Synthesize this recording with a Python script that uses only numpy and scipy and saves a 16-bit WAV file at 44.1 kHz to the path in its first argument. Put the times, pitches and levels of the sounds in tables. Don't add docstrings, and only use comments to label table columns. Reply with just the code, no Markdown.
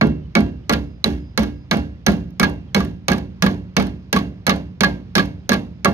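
import sys
import numpy as np
from scipy import signal
from scipy.fft import rfft, irfft
from scipy.io import wavfile
from scipy.ndimage import uniform_filter1d

SR = 44100
rng = np.random.default_rng(int(sys.argv[2]) if len(sys.argv) > 2 else 0)


def invert_db(level):
    return 10 ** (np.asarray(level, dtype=float) / 20)


def file_out(sig):
    cols = np.atleast_2d(sig).T
    lim = np.clip(cols, -1, 1)
    pcm = np.round(lim * 32767).astype(np.int16)
    wavfile.write(sys.argv[1], SR, pcm)


N = 261513

# start in seconds, steel tick in dB, knock in the wood in dB,
# brightness in dB, push into the bed in dB.
BLOWS = [(0.0114, -14, -10.5, -28.5, -5), (0.352, -10, -11.5, -23, -3.5), (0.6949, -12.5, -12, -14, -12),
         (1.042, -10.5, -19, -15, -11), (1.3757, -10, -18, -17, -7.5), (1.712, -8, -14, -21.5, -6),
         (2.065, -9, -13, -15, -4), (2.397, -11.5, -15, -12, -6), (2.7461, -8, -14, -15, -4.5),
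         (3.0825, -9.5, -13, -15, -5.5), (3.423, -8, -15, -17, -3), (3.7662, -7, -15.5, -21.5, -5),
         (4.128, -10, -13, -15, -5.5), (4.4666, -12.5, -18.5, -12.5, -7), (4.807, -9, -18.5, -18, -6),
         (5.153, -8, -17, -19, -6.5), (5.4921, -11, -15, -13, -7), (5.8467, -13, -14, -11, -7.5)]
# pitch in Hz, level in dB, time to fall by 60 dB in seconds.
WOOD = [(430, -8, 0.17), (567, -8, 0.2), (686, -9.5, 0.28), (813.5, -8, 0.23), (1277, 5, 0.027),
        (1399, -8.5, 0.17), (1518, -14.5, 0.19), (1770, -14.5, 0.22), (1990, -9, 0.091), (2220, 2, 0.069),
        (2730, -19, 0.42), (2820, -24.5, 0.08), (3250, -29.5, 0.28), (4000, -21.5, 0.069)]
LOW_CLACK = [(1137, 0.48, 0.09), (1173.6, -2, 0.094)]
HIGH_CLACK = [(1604, -15, 0.25), (1639, 1, 0.085), (1663.5, 0.5, 0.09), (2130, -16.5, 0.18),
              (3280, -20, 0.13), (4270, -11.5, .1)]
BED = [(102.36, -15, 1), (132.7, -19.5, 1), (162.6, -5, 0.54), (225.9, -4, 0.39), (246.6, -4.5, 0.42),
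       (263.4, -13.5, 0.15), (322.8, -10.5, .25), (360.6, -15, 0.55), (386, -10, 0.3), (422, -9.5, .25),
       (449.5, -10, .2), (480.6, -11, 0.14), (531.7, -13, 0.14)]
# frequency in Hz, likeness from 0 to 1.
LIKENESS = [(60, 0.97), (180, 0.95), (350, 0.78), (700, 0.78), (1500, 0.72), (4000, 0.31), (9000, 0.75),
            (15000, 0.75)]


def evened(x):
    return x / np.sqrt(np.mean(x ** 2) + 1e-20)


def wander(count, width):
    return evened(uniform_filter1d(rng.standard_normal(count), width))


def read(points, hz):
    f, value = np.transpose(points)
    return np.interp(np.log(hz + 1), np.log(f + 1), value)


def clicks(s, size):
    place = np.round(np.asarray(s) * SR).astype(int)
    return np.bincount(np.clip(place, 0, N - 1), size, N)


def smooth(x, seconds):
    r = np.exp(-1 / (max(seconds, 1e-5) * SR))
    return signal.lfilter([1 - r], [1, -r], x)


def dying(s, db, t60):
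    return signal.lfilter([1], [1, -invert_db(-120 / t60 / SR)], clicks(s, invert_db(2 * db)))


def port_noise():
    a, b = rfft(rng.standard_normal((2, N)))
    same = np.clip(read(LIKENESS, np.fft.rfftfreq(N, 1 / SR)), 0, 1)
    return np.array([same * a + np.sqrt(1 - same ** 2) * b, a])


def ring(modes, s, db, spread_db, detune, rise_s, scatter=1):
    out = np.zeros((2, N + SR))
    chance = rng.standard_normal((len(s), 4, len(modes)))
    hz, mode_db, t60 = np.transpose(modes)[:, :, None]
    t = np.arange(int(min(t60.max(), .6) * SR)) / SR
    rise = (1 - np.exp(-t / rise_s)) ** 2
    soft_end = np.minimum((t[-1] - t) / 0.0218, 1)
    fade = invert_db(mode_db - 60 * t / t60) * rise * soft_end
    skew = np.arccos(np.clip(read(LIKENESS, hz[:, 0]), 0, 1))
    for at, level_db, (share, pitch, phase, port) in zip(s, db, chance):
        bent_hz = hz * (1 + detune * pitch[:, None])
        turn = np.exp(2j * np.pi * (bent_hz * t + scatter * phase[:, None]))
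        weight = invert_db(level_db + spread_db * share) * np.exp(1j * np.outer([1, 0], skew * port))
        start = round(at * SR)
        out[:, start:start + len(t)] += (weight @ (turn * fade)).imag
    return out[:, :N]


def clatter(s, tick_db, knock_db, bright_db, tail_db, slowness):
    # band centre in Hz, crack level in dB, crack fall time (60 dB) in seconds,
    # tail level in dB, tail fall time (60 dB) in seconds, rise time in seconds.
    rattle_bands = [(120, -40.5, .1, -11, .6, 0.05), (305, -7.5, 0.05, -7.5, 0.5, 0.0036),
                    (660, -3.5, 0.038, -7.5, 0.25, 0.0083), (1204, -6.5, 0.023, -18, 0.36, 0.0016),
                    (2315, 1, .03, -12, 0.31, 0.0024), (5070, 3, 0.023, -15, 0.3, .0005),
                    (7105, -14, 0.0089, -37, 0.36, .0004), (7530, -23.5, 0.017, -39.5, 0.22, .0003),
                    (8750, -3.5, .018, -31, 0.33, 0.00022), (13600, -3.5, 0.012, -31, 0.27, 0.00039),
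                    (14750, -8.5, 0.02, -27, .27, .0003)]
    noise, hz, out = port_noise(), np.fft.rfftfreq(N, 1 / SR), np.zeros((2, N))
    centres = np.transpose(rattle_bands)[0]
    smoothed = uniform_filter1d(uniform_filter1d(rng.standard_normal(N), 120), 120)
    rattle = invert_db(3.2 * evened(smoothed))
    for k, (centre, crack_db, crack_t60, band_db, tail_t60, rise_s) in enumerate(rattle_bands):
        only_this = np.arange(len(centres)) == k
        band = np.sqrt(read(list(zip(centres, only_this)), hz)) * (hz > centres[0] / 2)
        wood_share = np.clip(np.log2(2600 / centre) / 2, 0, .7)
        db = tick_db + (knock_db - tick_db) * wood_share
        treble_db = bright_db * np.clip(np.log2(centre / 3000) / 1.88, 0, 1)
        crack = dying(s, db + treble_db, crack_t60)
        tail = dying(s, db + 0.5 * treble_db - 5.5, tail_t60)
        power = invert_db(2 * crack_db) * crack + invert_db(2 * (band_db + tail_db)) * tail * rattle
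        out += evened(irfft(noise * band, N)) * np.sqrt(smooth(power, slowness * rise_s))
    return out


def yard():
    # frequency in Hz, strength in dB.
    hum_spectrum, hum_db = [(15, -40.5), (25, -30.5), (80, 3), (187, -5.5), (259, -14.5), (568, -26.5),
                            (1600, -34.5), (2460, -35.5), (4990, -43), (6550, -54), (7510, -68.5),
                            (14800, -76), (16500, -85.5)], -34.5
    swell = wander(N, 6000)
    hum = irfft(port_noise() * invert_db(read(hum_spectrum, np.fft.rfftfreq(N, 1 / SR))), N)
    return invert_db(hum_db - 6.5 + 0.59 * swell) * evened(hum)


def blows():
    # pitch in Hz, level in dB, time to fall by 60 dB in seconds.
    steel_modes = [(1470, -4.5, .03), (2181, 4.5, 0.038), (3150, -10, .025), (3400, -11, 0.038),
                   (4150, 3.5, 0.057), (5190, 0.5, 0.037), (5800, -25, .018), (6250, 4, 0.025)]
    head_modes = [(1636, 0, .42), (1662, -5, .3), (2195, -4, .4), (2700, -9, .34), (2740, -11, .3),
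                  (3330, -7, .3), (4140, -9, .25)]
    # start in
    # seconds, level in dB, pitch in Hz.
    nail_rings = [(0.0134, -14, 2200), (0.353, -7, 2214), (1.042, 2, 4010), (1.3779, -12.5, 4270),
                  (1.712, -12, 4000), (2.064, -15.5, 5870), (2.397, -24.5, 4150), (3.7667, -16, 5950),
                  (5.155, -11.5, 5530), (5.4926, -21, 6430), (5.8464, -14, 6250)]
    s, tick_db, knock_db, bright_db, _ = np.transpose(BLOWS)
    spread_db = 1.6
    steel = ring(steel_modes, s, tick_db - 3.5 + 0.74 * bright_db, spread_db, detune=0.0046, rise_s=0.000067)
    nail = sum(ring([(hz, 0, .022)], [at], [db], 0, 0, rise_s=.0003) for at, db, hz in nail_rings)
    board = WOOD + LOW_CLACK + HIGH_CLACK
    wood = ring(board, s, knock_db - 5.5, spread_db, detune=0.0066, rise_s=0.00036)
    head = ring(head_modes, s, tick_db - 23 + 0.21 * bright_db, 3.4, detune=0.0026, rise_s=0.0016)
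    rattle = clatter(s, tick_db - 7.5, knock_db, bright_db + 4.5, tail_db=2.32, slowness=1)
    return steel + nail + head + wood + rattle


def bed():
    # pitch in Hz, level in dB, time to fall by 60 dB in seconds.
    sway_modes = [(57.46, -5, 0.76), (65.52, -2, 0.75), (74.76, -3, 0.73), (86.8, -7, 0.22)]
    linger_modes = [(183.9, 0, 0.89)]
    late_modes = [(291, 8, .36)]
    s, push_db = np.transpose(BLOWS)[[0, -1]]
    slide_s = 1.9
    thump_hz = 211.75 - 16 * np.clip((s - slide_s) / 0.34, 0, 1)
    thump = sum(ring([(hz, 0, .28), (.9 * hz, -6, .25)], [at], [db], 0, 0, rise_s=.010, scatter=0.1)
                for at, db, hz in zip(s, push_db, thump_hz))
    boom_db = -9.5 + .3 * push_db + 5.5 * np.exp(-s / 0.46)
    boom = ring(BED, s, boom_db - 3.0, 2., detune=0.02106, rise_s=0.0091)
    sway = ring(sway_modes, s, -17.5 - 1.38 * s, 0.99, detune=0.018, rise_s=.025, scatter=0.22)
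    linger = ring(linger_modes, s, push_db - 22.5 + 7 * (s > slide_s), 0.31, detune=.01, rise_s=0.081)
    late = ring(late_modes, s, -15 - 0.55 * s, 0, detune=0.0044, rise_s=.06)
    return thump + boom + sway + linger + late


def hops():
    # start in seconds, click in dB, knock in the wood in dB,
    # low clack in dB, high clack in dB.
    slaps = [(0.7244, -18, -26.5, -37, -33), (0.7334, -12.5, -27.5, -24.5, -20.5),
             (2.4294, -11, -14.5, -14.5, -9), (2.4344, -16, -12.5, -24, -37),
             (2.4424, -21, -21.5, -28, -17.5), (2.8034, -28, -20, -23, -27.5), (3.1168, -13, -19, -29, -17),
             (3.1314, -24, -26, -25, -29), (3.463, -17, -13.5, -21.5, -23),
             (3.7984, -24, -12.5, -37.5, -27), (4.1624, -15.5, -18, -11.5, -22.5),
             (4.171, -24, -24, -23, -29.5), (4.4764, -19, -12, -30, -19.5), (4.4937, -5.5, -12.5, -11, -22),
             (4.5034, -17, -38, -22.5, -14), (4.8339, -9, -12, -11, -11), (4.8434, -11, -22, -22.5, -9),
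             (5.1624, -16.5, -39, -33.5, -18), (5.1704, -19.5, -40, -24, -32.5),
             (5.1796, -7.5, -15, -13.5, -42), (5.1934, -19.5, -28.5, -20, -17),
             (5.5179, -12, -15, -18.5, -16.5), (5.5304, -14, -30.5, -19, -20.5), (5.8554, -16, -7, -8, -12)]
    # start in seconds, click in dB.
    settling_taps = [(0.0689, -38), (0.405, -32), (1.0744, -44.5), (1.4314, -28), (1.7694, -32),
                     (2.096, -39), (2.1184, -34), (2.4958, -41), (2.8484, -38), (3.1802, -34), (3.824, -29),
                     (3.8677, -39.5), (4.1876, -29), (4.5604, -40.5), (5.2014, -27.5), (5.2564, -47),
                     (5.5384, -18)]
    rebounds = []
    for s, tick_db, knock_db, *_ in BLOWS[1:]:
        if s < 3.6:
            clack_db = knock_db - 20
            rebounds.append((s + .017, tick_db - 19, knock_db - 0.5, clack_db, clack_db))
    taps = [(s, db, db - 1, db - 7, db - 7) for s, db in settling_taps]
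    return np.transpose(rebounds + list(slaps) + taps)


def landings():
    s, click_db, knock_db, low_db, high_db = hops()
    bright_db = -27 - 0.52 * click_db
    spread_db = 2.5
    wood = ring(WOOD, s, knock_db - 9.0, spread_db, detune=.006, rise_s=0.000094)
    low_clack = ring(LOW_CLACK, s, low_db, 1, detune=0.0084, rise_s=0.0017)
    high_clack = ring(HIGH_CLACK, s, high_db, 1.0, detune=0.0028, rise_s=0.00055)
    push = ring(BED, s, knock_db - 27, spread_db, detune=0.028, rise_s=0.0025)
    rattle = clatter(s, click_db - 6, knock_db - 3.0, bright_db + 1.5, tail_db=-7.0, slowness=2.6)
    return wood + low_clack + high_clack + push + rattle


def cricket():
    # start in seconds, end in seconds, level in dB.
    phrases = [(0.51, .69, -87), (0.188, 0.283, -92), (.82, 1.03, -77), (1.178, 1.357, -74),
               (1.51, 1.68, -76), (3.613, 3.714, -86), (3.926, 4.092, -85.5), (4.302, 4.421, -85),
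               (4.65, 4.74, -84.5), (5.345, 5.46, -83.5), (5.71, 5.83, -83)]
    t = np.arange(N) / SR
    level = sum(invert_db(db) * np.clip(np.minimum(t - start, end - t) / 0.04, 0, 1)
                for start, end, db in phrases)
    waver = 1 + 0.14 * wander(N, 900)
    return 2.7 * level * waver * np.sin(2 * np.pi * 4968 * t)


def bird():
    # start in seconds, end in seconds, first pitch in Hz, last pitch in Hz, level in dB.
    whistles = [
        (0.216, 0.278, 3100, 2950, -58.5),
        (0.619, 0.67, 2900, 3050, -59),
        (2.661, 2.72, 3500, 2900, -61),
        (4.009, 4.05, 3400, 3380, -72),
        (5.394, 5.425, 3660, 3950, -73.5),
        (5.421, 5.479, 3100, 3480, -65),
        (5.448, 5.477, 2750, 3050, -61),
    ]
    out = np.zeros(N)
    for start, end, from_hz, to_hz, db in whistles:
        hz = np.linspace(from_hz, to_hz, round((end - start) * SR))
        flutter = 1 + .9 * wander(4000, 150)[:len(hz)]
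        tone = np.sin(2 * np.pi * np.cumsum(hz) / SR)
        out[round(start * SR):][:len(hz)] += invert_db(db - 3) * np.hanning(len(hz)) * flutter * tone
    return out


def stray_tick():
    # start in seconds, level in dB.
    moment = (2.3055, -49)
    # pitch in Hz, level in dB, time to fall by 60 dB in seconds.
    grit_modes = [(5200, -8, .015), (5700, -4, .015), (6400, -4, .015), (11200, -9, .012),
                  (12500, -6, .012), (14900, -6, .012)]
    return ring(grit_modes, moment[:1], moment[1:], 0, 0, rise_s=0.00031)


def at_ports(sound):
    # frequency in Hz, left minus right in dB.
    balance = [(60, -1.5), (110, -2), (200, -2.5), (380, -3), (700, -5), (1290, -2.5), (2380, -4),
               (4400, -5.5), (8120, -15.5), (15000, -19.5)]
    # frequency in Hz, phase in radians that the case adds to the left lag.
    case_turn = [(200, 0.11), (400, 0.66), (750, 0.51), (1200, 0.6), (2500, 0)]
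    hz = np.fft.rfftfreq(N + SR, 1 / SR)
    tilt = invert_db(np.outer([.5, -.5], read(balance, hz)))
    left_phase = 2 * np.pi * .00013 * hz + read(case_turn, hz)
    lag = np.exp(-1j * np.outer([1, 0], left_phase))
    return irfft(rfft(sound, N + SR) * tilt * lag, N + SR)[:, :N]


def scene():
    sound = yard() + blows() + bed() + landings() + stray_tick()
    return at_ports(sound) + cricket() + bird()


def low_pass(x):
    return signal.sosfilt(signal.butter(12, 16850, fs=SR, output="sos"), x)


def record(dry):
    limit_db, recovery_db_per_s = -2, 220.
    dry = signal.oaconvolve(dry, signal.firwin(101, 15450, fs=SR)[None], "same")
    peak_db = 20 * np.log10(abs(dry).max(0) + 1e-9)
    fall = np.arange(N) * recovery_db_per_s / SR
    held_peak_db = np.maximum.accumulate(peak_db + fall) - fall
    over_db = np.maximum(held_peak_db - limit_db, 0)
    held = dry / invert_db(.75 * smooth(over_db, .0015))
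    return low_pass(np.clip(held, -1, 1))


dry = scene()
out = record(dry)
file_out(out)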